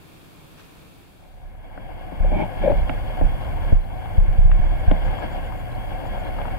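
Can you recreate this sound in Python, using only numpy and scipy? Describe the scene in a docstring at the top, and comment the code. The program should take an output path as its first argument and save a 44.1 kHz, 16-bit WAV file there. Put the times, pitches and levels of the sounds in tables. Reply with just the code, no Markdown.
"""A quiet bathroom and one soft splash are heard first: a cat stands in a bathtub. The room fades over into a
close shot from a hand-held camera in a waterproof case. Steadily churning water forces the case's
resonances into a drone, and bubbles ring as it laps at the tub. Fingers rub, squeak and knock on the case,
which booms near 30 Hz and makes the gain control duck. Faint high pips and hiss lie behind."""
import sys
import numpy as np
from scipy import signal
from scipy.fft import rfft, irfft
from scipy.io import wavfile
from scipy.ndimage import uniform_filter1d

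SR = 44100
rng = np.random.default_rng(int(sys.argv[2]) if len(sys.argv) > 2 else 0)


def materialize(psi):
    """Save the field psi as 16-bit PCM at rate SR to the path in sys.argv[1].

    A 1-D psi becomes a single channel; in a 2-D psi each row is a channel.
    """
    bounded = np.clip(np.atleast_2d(psi).T, -1, 1)
    quanta = np.round(bounded * 32767).astype(np.int16)
    wavfile.write(sys.argv[1], SR, quanta)


N = 290178
TIME = np.arange(N) / SR
RING_TIME = TIME[:SR // 3]
FREQS = np.arange(N // 2 + 1) * SR / N

# case resonances driven by the water: centre_hz, width_hz, left_db, right_db, left_lead_rad
CASE_MODES = [(212, 145, -7.5, -20, -.5), (312, 146, -6.5, -9.5, 2.5), (534, 130, -8, -13, 0),
              (634, 118, -5.5, -16, 1.5), (736, 63, 1, -14.5, 0), (835, 322, -7.5, -47, 1.63),
              (1071, 60, -15, -16.5, 0.7), (1482, 276, -19.5, -24, 1), (1632, 193, -16, -18.5, -1.06),
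              (2180, 292, -28, -15.5, -1.25), (2837, 490, -23.5, -40, -8), (3244, 287, -19, -24, 3),
              (4580, 830, -36.5, -54.5, 0.57)]
# broadband wash of the water: frequency_hz, density_db
WASH_SPECTRUM = [(100, 2), (450, -14), (900, 6.5), (1300, -20), (2000, 2), (3000, -13), (3800, -23),
                 (4900, -18), (5500, -46), (9000, -52.5)]
# slow surge of the churning: time_s, gain_db
SURGE_CURVE = [(1.4, -41.5), (1.8, -37), (3.1, -37), (3.4, -39), (3.7, -36.5), (3.88, -40.5), (4.05, -38.5),
               (4.35, -38.5), (4.7, -36), (5.25, -35), (5.65, -40), (6.1, -37), (6.45, -36.5)]
def churning_water():
    """Forced vibration: turbulent water drives the case's resonances, while stray bubbles ring freely."""
    drone = from_db(3) * resonate(CASE_MODES, flicker_db=1.5, flicker_hz=17)
    wash = from_db(-9.5) * diffuse(WASH_SPECTRUM)
    bubbles = np.zeros((2, N))
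    for when, pitch, faintness, side in rng.random((160, 4)):
        gain = from_db(3 - 20 * faintness) / (1 + pitch)
        ring = bubble(550 * 3.6 ** pitch, cycles=10.7, rise=0.08)
        add(bubbles, when * TIME[-1], gain * ring, pan_db=12 * side - 1)
    surge = from_db(np.interp(TIME, *np.transpose(SURGE_CURVE)))
    return surge * (drone + wash + bubbles)


# drips and laps at the tub: start_s, level_db, pitch_hz
LAP_EVENTS = [(1.341, -54, 886), (1.551, -44, 715), (4.058, -28, 789), (4.77, -37, 800), (5.08, -24, 745),
              (5.186, -25, 947), (5.522, -28.5, 956), (6.054, -26.5, 855), (6.178, -26, 730),
              (6.386, -24.5, 830), (6.415, -23, 776), (6.454, -23.5, 900), (6.482, -23, 770)]
def laps():
    """Air entrainment: each lap traps a ringing bubble and throws a brief spatter."""
    out = np.zeros((2, N))
    for start_s, level_db, pitch_hz in LAP_EVENTS:
        plip = from_db(-1.5) * bubble(pitch_hz, cycles=14.8, rise=0.072)
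        spatter = from_db(-12.5) * crack(centre_hz=1180, width_hz=600, t60_s=0.024, top_hz=3220)
        add(out, start_s, from_db(level_db) * (plip + spatter), pan_db=20)
    return out


def bubble(pitch_hz, cycles, rise):
    """Minnaert resonance: a pocket of air pulsates, rising in pitch as it decays 60 dB over `cycles`."""
    turns = pitch_hz * RING_TIME
    envelope = from_db(-60 * turns / cycles) * (1 - np.exp(-2 * turns))
    return envelope * np.sin(2 * np.pi * turns * (1 + rise * turns / cycles))


# low modes of the jolted case: pitch_hz, level_db, t60_s, left_lead_rad
LOW_MODES = [(30.7, 1.5, 0.18, -1.57), (47.3, 1, 0.094, -2.5), (97.3, -13.5, 0.081, -1.36),
             (200.6, -22, 0.1, 3)]
# jolts of the hand: start_s, level_db, pan_db
JOLT_EVENTS = [(1.423, -31, -5), (2.199, -12, 5), (2.602, -18.5, -7), (2.719, -10.5, -2), (3.217, -9, -9.5),
               (3.721, 1, -3.5), (4.177, -0.5, 0.5), (4.277, -5.5, -3), (4.381, -1, -3.5),
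               (4.447, -2.5, -1.5), (4.514, -5, -2.5), (4.59, -3, -3.5), (4.659, -11.5, 1),
               (4.763, -16.5, -1), (4.874, -1.5, -3)]
def booms():
    """Impulse response: a soft jolt of the hand sets the case's lowest modes ringing."""
    out = np.zeros((2, N))
    boom = strike(LOW_MODES, contact_hz=150, build_per_cycle=1.71)
    for start_s, level_db, pan_db in JOLT_EVENTS:
        add(out, start_s, from_db(level_db) * boom, pan_db)
    return out


# modes of the knocked case: pitch_hz, level_db, t60_s, left_lead_rad
SHELL_MODES = [(182, -4.5, 0.13, 0.4), (273, 7.5, 0.052, 2), (532, -2.5, 0.058, -1.5),
               (611, 6, 0.038, -1.6), (729, -2.5, 0.067, 2), (843, -2, 0.096, 4), (1550, -22, 0.0094, -5),
               (2100, -20, 0.03, 0)]
# knocks on the case: start_s, ring_db, pan_db, contact_hz, crack_db, crack_top_hz
KNOCK_EVENTS = [(1.776, -29.5, 5.5, 1800, -34, 1830), (2.121, -23.5, 6.5, 160, -58, 2000),
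                (2.318, -15.5, 4, 900, -35, 2850), (2.717, -16, 9.5, 1500, -28, 2200),
                (2.895, -18, -12, 2500, -19, 2470), (3.212, -10, 2, 1400, -33, 2800),
                (3.24, -21, 4, 300, -47, 2800), (3.722, -17, 9, 220, -39, 2000),
                (4.515, -29, 18, 4000, -24, 2540), (4.913, -7, 6, 497, -21.5, 3200)]
def knocks():
    """Impact excitation: the contact cracks and the case rings, brighter for a harder touch."""
    out = np.zeros((2, N))
    for start_s, ring_db, pan_db, contact_hz, crack_db, top_hz in KNOCK_EVENTS:
        ring = from_db(ring_db) * strike(SHELL_MODES, contact_hz, build_per_cycle=2.7)
        contact = from_db(crack_db) * crack(centre_hz=1580, width_hz=1200, t60_s=0.017, top_hz=top_hz)
        add(out, start_s, ring + contact, pan_db)
    return out


# the hand shifts its grip: start_s, length_s, level_db
GRIP_SHIFTS = [(2.15, 0.32, -15.5), (2.64, 0.38, -18), (3.17, 0.22, -19), (3.4, 0.48, -24),
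               (4.22, 1, -20.5), (5.0, 0.23, -22)]
# slow sway of the held case: centre_hz, width_hz, left_db, right_db, left_lead_rad
SWAY_MODES = [(32.1, 10.9, -0.5, 3, -1.73)]
# rumble of the held case: centre_hz, width_hz, left_db, right_db, left_lead_rad
RUMBLE_MODES = [(64.7, 68, -0.5, -0.3, -2), (105.5, 42, 2, -0.75, -2)]
def handling(presence, shifting):
    """Structure-borne sound: the case sways and rumbles in the hand, more so as the grip shifts."""
    tremor = from_db(-28)   # sway of the hand at rest
    motion = 1 + shifting / tremor
    sway = resonate(SWAY_MODES, flicker_db=5, flicker_hz=4.6)
    sway_power = uniform_filter1d(np.mean(sway ** 2, axis=0), size=3000)
    sway /= np.sqrt(sway_power + 0.21)   # evened out, so the grip sets its strength
    rumble = resonate(RUMBLE_MODES, flicker_db=1, flicker_hz=11)
    rumble += from_db(-3.5) * diffuse([(25, -18), (60, 5), (120, -7), (220, -25.5), (600, -80)])
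    return presence * (tremor * motion * sway + from_db(-33) * motion ** 0.41 * rumble)


# case resonances driven by a finger: centre_hz, width_hz, left_db, right_db, left_lead_rad
RUB_MODES = [(178, 98, 0.5, 1, -0.5), (326, 115, 4, -2, 3.5), (601, 39, 5.5, -1, 1),
             (818, 158, -0.5, -12.5, 0.2), (1600, 280, -22, -21, 1.5), (2266, 260, -18.5, -10, -1.15),
             (3120, 420, -24.5, -32.5, 4.5)]
# strokes of a finger over the case: start_s, length_s, level_db
FINGER_STROKES = [(1.18, 0.12, -54.5), (2.11, 0.037, -45), (2.13, 0.29, -45), (2.3, 0.18, -21.5),
                  (2.575, 0.16, -26.5)]
def rubbing(shifting):
    """Sliding friction: finger strokes and, more faintly, shifts of the grip drive the case with noise."""
    pressure = gestures(FINGER_STROKES, peak_share=0.62) + from_db(-24) * shifting
    return pressure * resonate(RUB_MODES, flicker_db=-0.5, flicker_hz=40)


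# partials of a squeak: harmonic_number, level_db
SQUEAK_HARMONICS = [(1, 0.5), (3, -28), (4, -45), (6, -42)]
# slips of a wet finger: start_s, length_s, pitch_hz, level_db
FINGER_SLIPS = [(2.242, 0.014, 548, -23), (2.634, 0.024, 557, -17), (2.656, 0.017, 603, -15),
                (2.674, 0.014, 556, -10), (2.693, .025, 579, -14), (2.706, 0.058, 565, -27.5)]
def squeaks():
    """Stick-slip oscillation: a wet finger catches and lets go, giving short, rough tones."""
    out = np.zeros((2, N))
    tremble = drift(230)
    for start_s, length_s, pitch_hz, level_db in FINGER_SLIPS:
        t = TIME[:int(length_s * SR)]
        wobble = tremble[int(start_s * SR):][:len(t)]
        phase = 2 * np.pi * pitch_hz * t + 0.37 * wobble
        tone = sum(from_db(db) * np.sin(k * phase) for k, db in SQUEAK_HARMONICS)
        envelope = from_db(level_db + 1.7 * wobble) * np.sin(np.pi * t / length_s)
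        add(out, start_s, envelope * tone, pan_db=7.5)
    return out


# background of the open bathroom: frequency_hz, density_db
ROOM_SPECTRUM = [(15, -21), (25, -1.5), (130, 1), (165, 1), (225, -5.5), (305, -3), (400, -7.5),
                 (572, -10.5), (1030, -14), (2030, -20), (2390, -15), (2960, -20), (3490, -19),
                 (4700, -24.5), (5370, -29), (13400, -28), (15800, -31)]
def bathroom():
    """Diffuse field: steady room noise, and one soft splash that rises quickly and trickles away."""
    start_s, attack_s, t60_s = 0.565, 0.015, 0.63
    decay_db = 60 * np.maximum(TIME - start_s, 0) / t60_s
    envelope = ramp(start_s, attack_s) * from_db(-51 - decay_db + 3.2 * drift(49))
    splash = envelope * diffuse([(200, -13), (700, 4), (2000, 2), (6000, -10), (12000, -30)])
    return from_db(-46.5) * diffuse(ROOM_SPECTRUM) + splash


# faint double ticks: start_s, level_db
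DOUBLE_TICKS = [(2.775, -58), (3.41, -57), (3.81, -57), (3.945, -61), (5.715, -56), (6.245, -56)]
# runs of evenly spaced pips: start_s, length_s, level_db
PIP_TRAINS = [(4.378, .47, -69), (5.04, .6, -65), (6.047, .2, -65)]
def pips():
    """Tone bursts: lone double ticks and runs of thin, high pips come and go on the left."""
    out = np.zeros((2, N))
    for start_s, level_db in DOUBLE_TICKS:
        for delay_s, pitch_hz in [(0, 4040), (0.03, 4120)]:
            tick = pip(pitch_hz, length_s=0.013, waver_rad=3)
            add(out, start_s + delay_s, from_db(level_db) * tick, pan_db=5)
    for start_s, length_s, level_db in PIP_TRAINS:
        for onset_s in np.arange(start_s, start_s + length_s, 0.1335):
            add(out, onset_s, from_db(level_db) * pip(7170, length_s=0.042, waver_rad=5), pan_db=9)
    return out


def pip(pitch_hz, length_s, waver_rad):
    """Phase modulation: a random walk makes a short tone waver as it swells and fades."""
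    t = TIME[:int(length_s * SR)]
    wander = waver_rad * np.cumsum(rng.standard_normal(len(t))) / np.sqrt(len(t))
    return np.sin(np.pi * t / length_s) * np.sin(2 * np.pi * pitch_hz * t + wander)


# hiss of the close shot: frequency_hz, density_db
HISS_SPECTRUM = [(100, 12), (5000, -5.5), (6500, -2), (8000, -0.5), (10500, 2.5), (13000, 2.5),
                 (15500, -0.5)]
def hiss():
    """Noise floor: a steady hiss, with slight crosstalk between the channels."""
    noise = from_db(-57.5) * diffuse(HISS_SPECTRUM)
    return noise + 0.086 * noise[::-1]


def resonate(modes, flicker_db, flicker_hz):
    """Resonance: surging noise drives each mode, heard at each microphone with its own level and phase."""
    spectrum, shared = 0, drift(flicker_hz)
    for hz, width_hz, left_db, right_db, lead_rad in modes:
        flicker = (shared + drift(flicker_hz)) / np.sqrt(2)
        drive = rng.standard_normal(N) * from_db(flicker_db * flicker)
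        response = 1 / (1 + 1j * (FREQS ** 2 - hz ** 2) / (width_hz * FREQS + 1e-9)) ** 2
        pickup = from_db([[left_db], [right_db]]) * np.exp([[0], [-1j * lead_rad]])
        spectrum = spectrum + pickup * rfft(drive) * response
    return unit_rms(irfft(spectrum, N))


def strike(modes, contact_hz, build_per_cycle):
    """Damped free vibration: modes build up and decay, peak 1; a soft contact spares the high ones."""
    t, out = RING_TIME, 0
    for k, (hz, level_db, t60_s, lead_rad) in enumerate(modes):
        onset = (1 - np.exp(-build_per_cycle * hz * t)) ** 2
        decay = from_db(level_db - 60 * t / t60_s)
        excitation = (-1) ** (k // 2) / np.hypot(1, hz / contact_hz)
        phase = 2 * np.pi * hz * t + [[lead_rad / 2], [-lead_rad / 2]]
        out = out + excitation * onset * decay * np.sin(phase)
    return out / np.abs(out).max()


def crack(centre_hz, width_hz, t60_s, top_hz):
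    """Transient: a dying burst of band noise with peak 1, muffled by the case."""
    burst = rng.standard_normal(len(RING_TIME)) * from_db(-60 * RING_TIME / t60_s)
    band = signal.lfilter(*signal.iirpeak(centre_hz, centre_hz / width_hz, fs=SR), burst)
    muffled = signal.sosfilt(signal.butter(6, top_hz, fs=SR, output="sos"), band)
    return muffled / np.abs(muffled).max()


def diffuse(spectrum):
    """Incoherent noise: one colour, unrelated at the two microphones, with rms 1."""
    hz, db = np.transpose(spectrum)
    gain = from_db(np.interp(np.log(FREQS + 1), np.log(hz), db))
    return unit_rms(irfft(rfft(rng.standard_normal((2, N))) * gain, N))


def gestures(rows, peak_share):
    """Summed envelopes: each movement swells for `peak_share` of its length, then eases off."""
    strength = 0
    for start_s, length_s, level_db in rows:
        triangle = np.interp(ramp(start_s, length_s), [0, peak_share, 1], [0, 1, 0])
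        strength = strength + from_db(level_db) * np.sin(np.pi / 2 * triangle) ** 2
    return strength


def drift(rate_hz):
    """Random fluctuation: low-passed noise with rms 1."""
    return unit_rms(irfft(rfft(rng.standard_normal(N)) / (1 + (FREQS / rate_hz) ** 4), N))


def add(out, start_s, sound, pan_db):
    """Superposition: mix a sound into the track, panned by a left-minus-right level."""
    i = int(start_s * SR)
    part = sound[..., :N - i]
    out[:, i:i + part.shape[-1]] += from_db([[pan_db / 2], [-pan_db / 2]]) * part


def ramp(start_s, length_s):
    """Linear rise from 0 to 1."""
    return np.clip((TIME - start_s) / length_s, 0, 1)


def from_db(db):
    """Decibels to amplitude ratio."""
    return 10 ** (np.asarray(db) / 20)


def unit_rms(x):
    """Normalisation to rms 1."""
    return x / np.sqrt(np.mean(x ** 2) + 1e-20)


def scene():
    """Crossfade: the open room fades out evenly as the close shot swells in along a power curve."""
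    room = 1 - ramp(start_s=0.81, length_s=0.9)
    close = ramp(start_s=0.76, length_s=1.934) ** 1.57
    shifting = gestures(GRIP_SHIFTS, peak_share=0.32)
    water = close * churning_water() + laps()
    hand = booms() + knocks() + handling(close, shifting) + rubbing(shifting) + squeaks()
    return water + hand + room * bathroom() + pips() + close * hiss()


def gain_control(x, threshold_db, attack_s, recovery_db_per_s):
    """Automatic gain control: peaks over the threshold pull the gain down, and it creeps back."""
    level_db = 20 * np.log10(np.abs(x).max(axis=0) + 1e-9)
    excess_db = np.maximum(level_db - threshold_db, 0)
    recovered_db = recovery_db_per_s * TIME
    cut_db = np.maximum.accumulate(excess_db + recovered_db) - recovered_db
    pole = np.exp(-1 / (attack_s * SR))
    return x * from_db(-signal.lfilter([1 - pole], [1, -pole], cut_db))


# the camera's narrow notch filters: centre_hz
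CAMERA_NOTCHES = [2001, 3010, 3970, 5470, 6170]
def record(dry):
    """Compression and filtering: the camera's gain control, narrow notches and steep top cut."""
    notch_width_hz, cutoff_hz = 70, 15650
    x = gain_control(dry, threshold_db=-3.5, attack_s=0.004, recovery_db_per_s=10)
    for centre_hz in CAMERA_NOTCHES:
        x = signal.lfilter(*signal.iirnotch(centre_hz, centre_hz / notch_width_hz, fs=SR), x)
    return signal.sosfilt(signal.ellip(10, 0.1, 80, cutoff_hz, fs=SR, output="sos"), x)


dry = scene()
out = record(dry)
materialize(out)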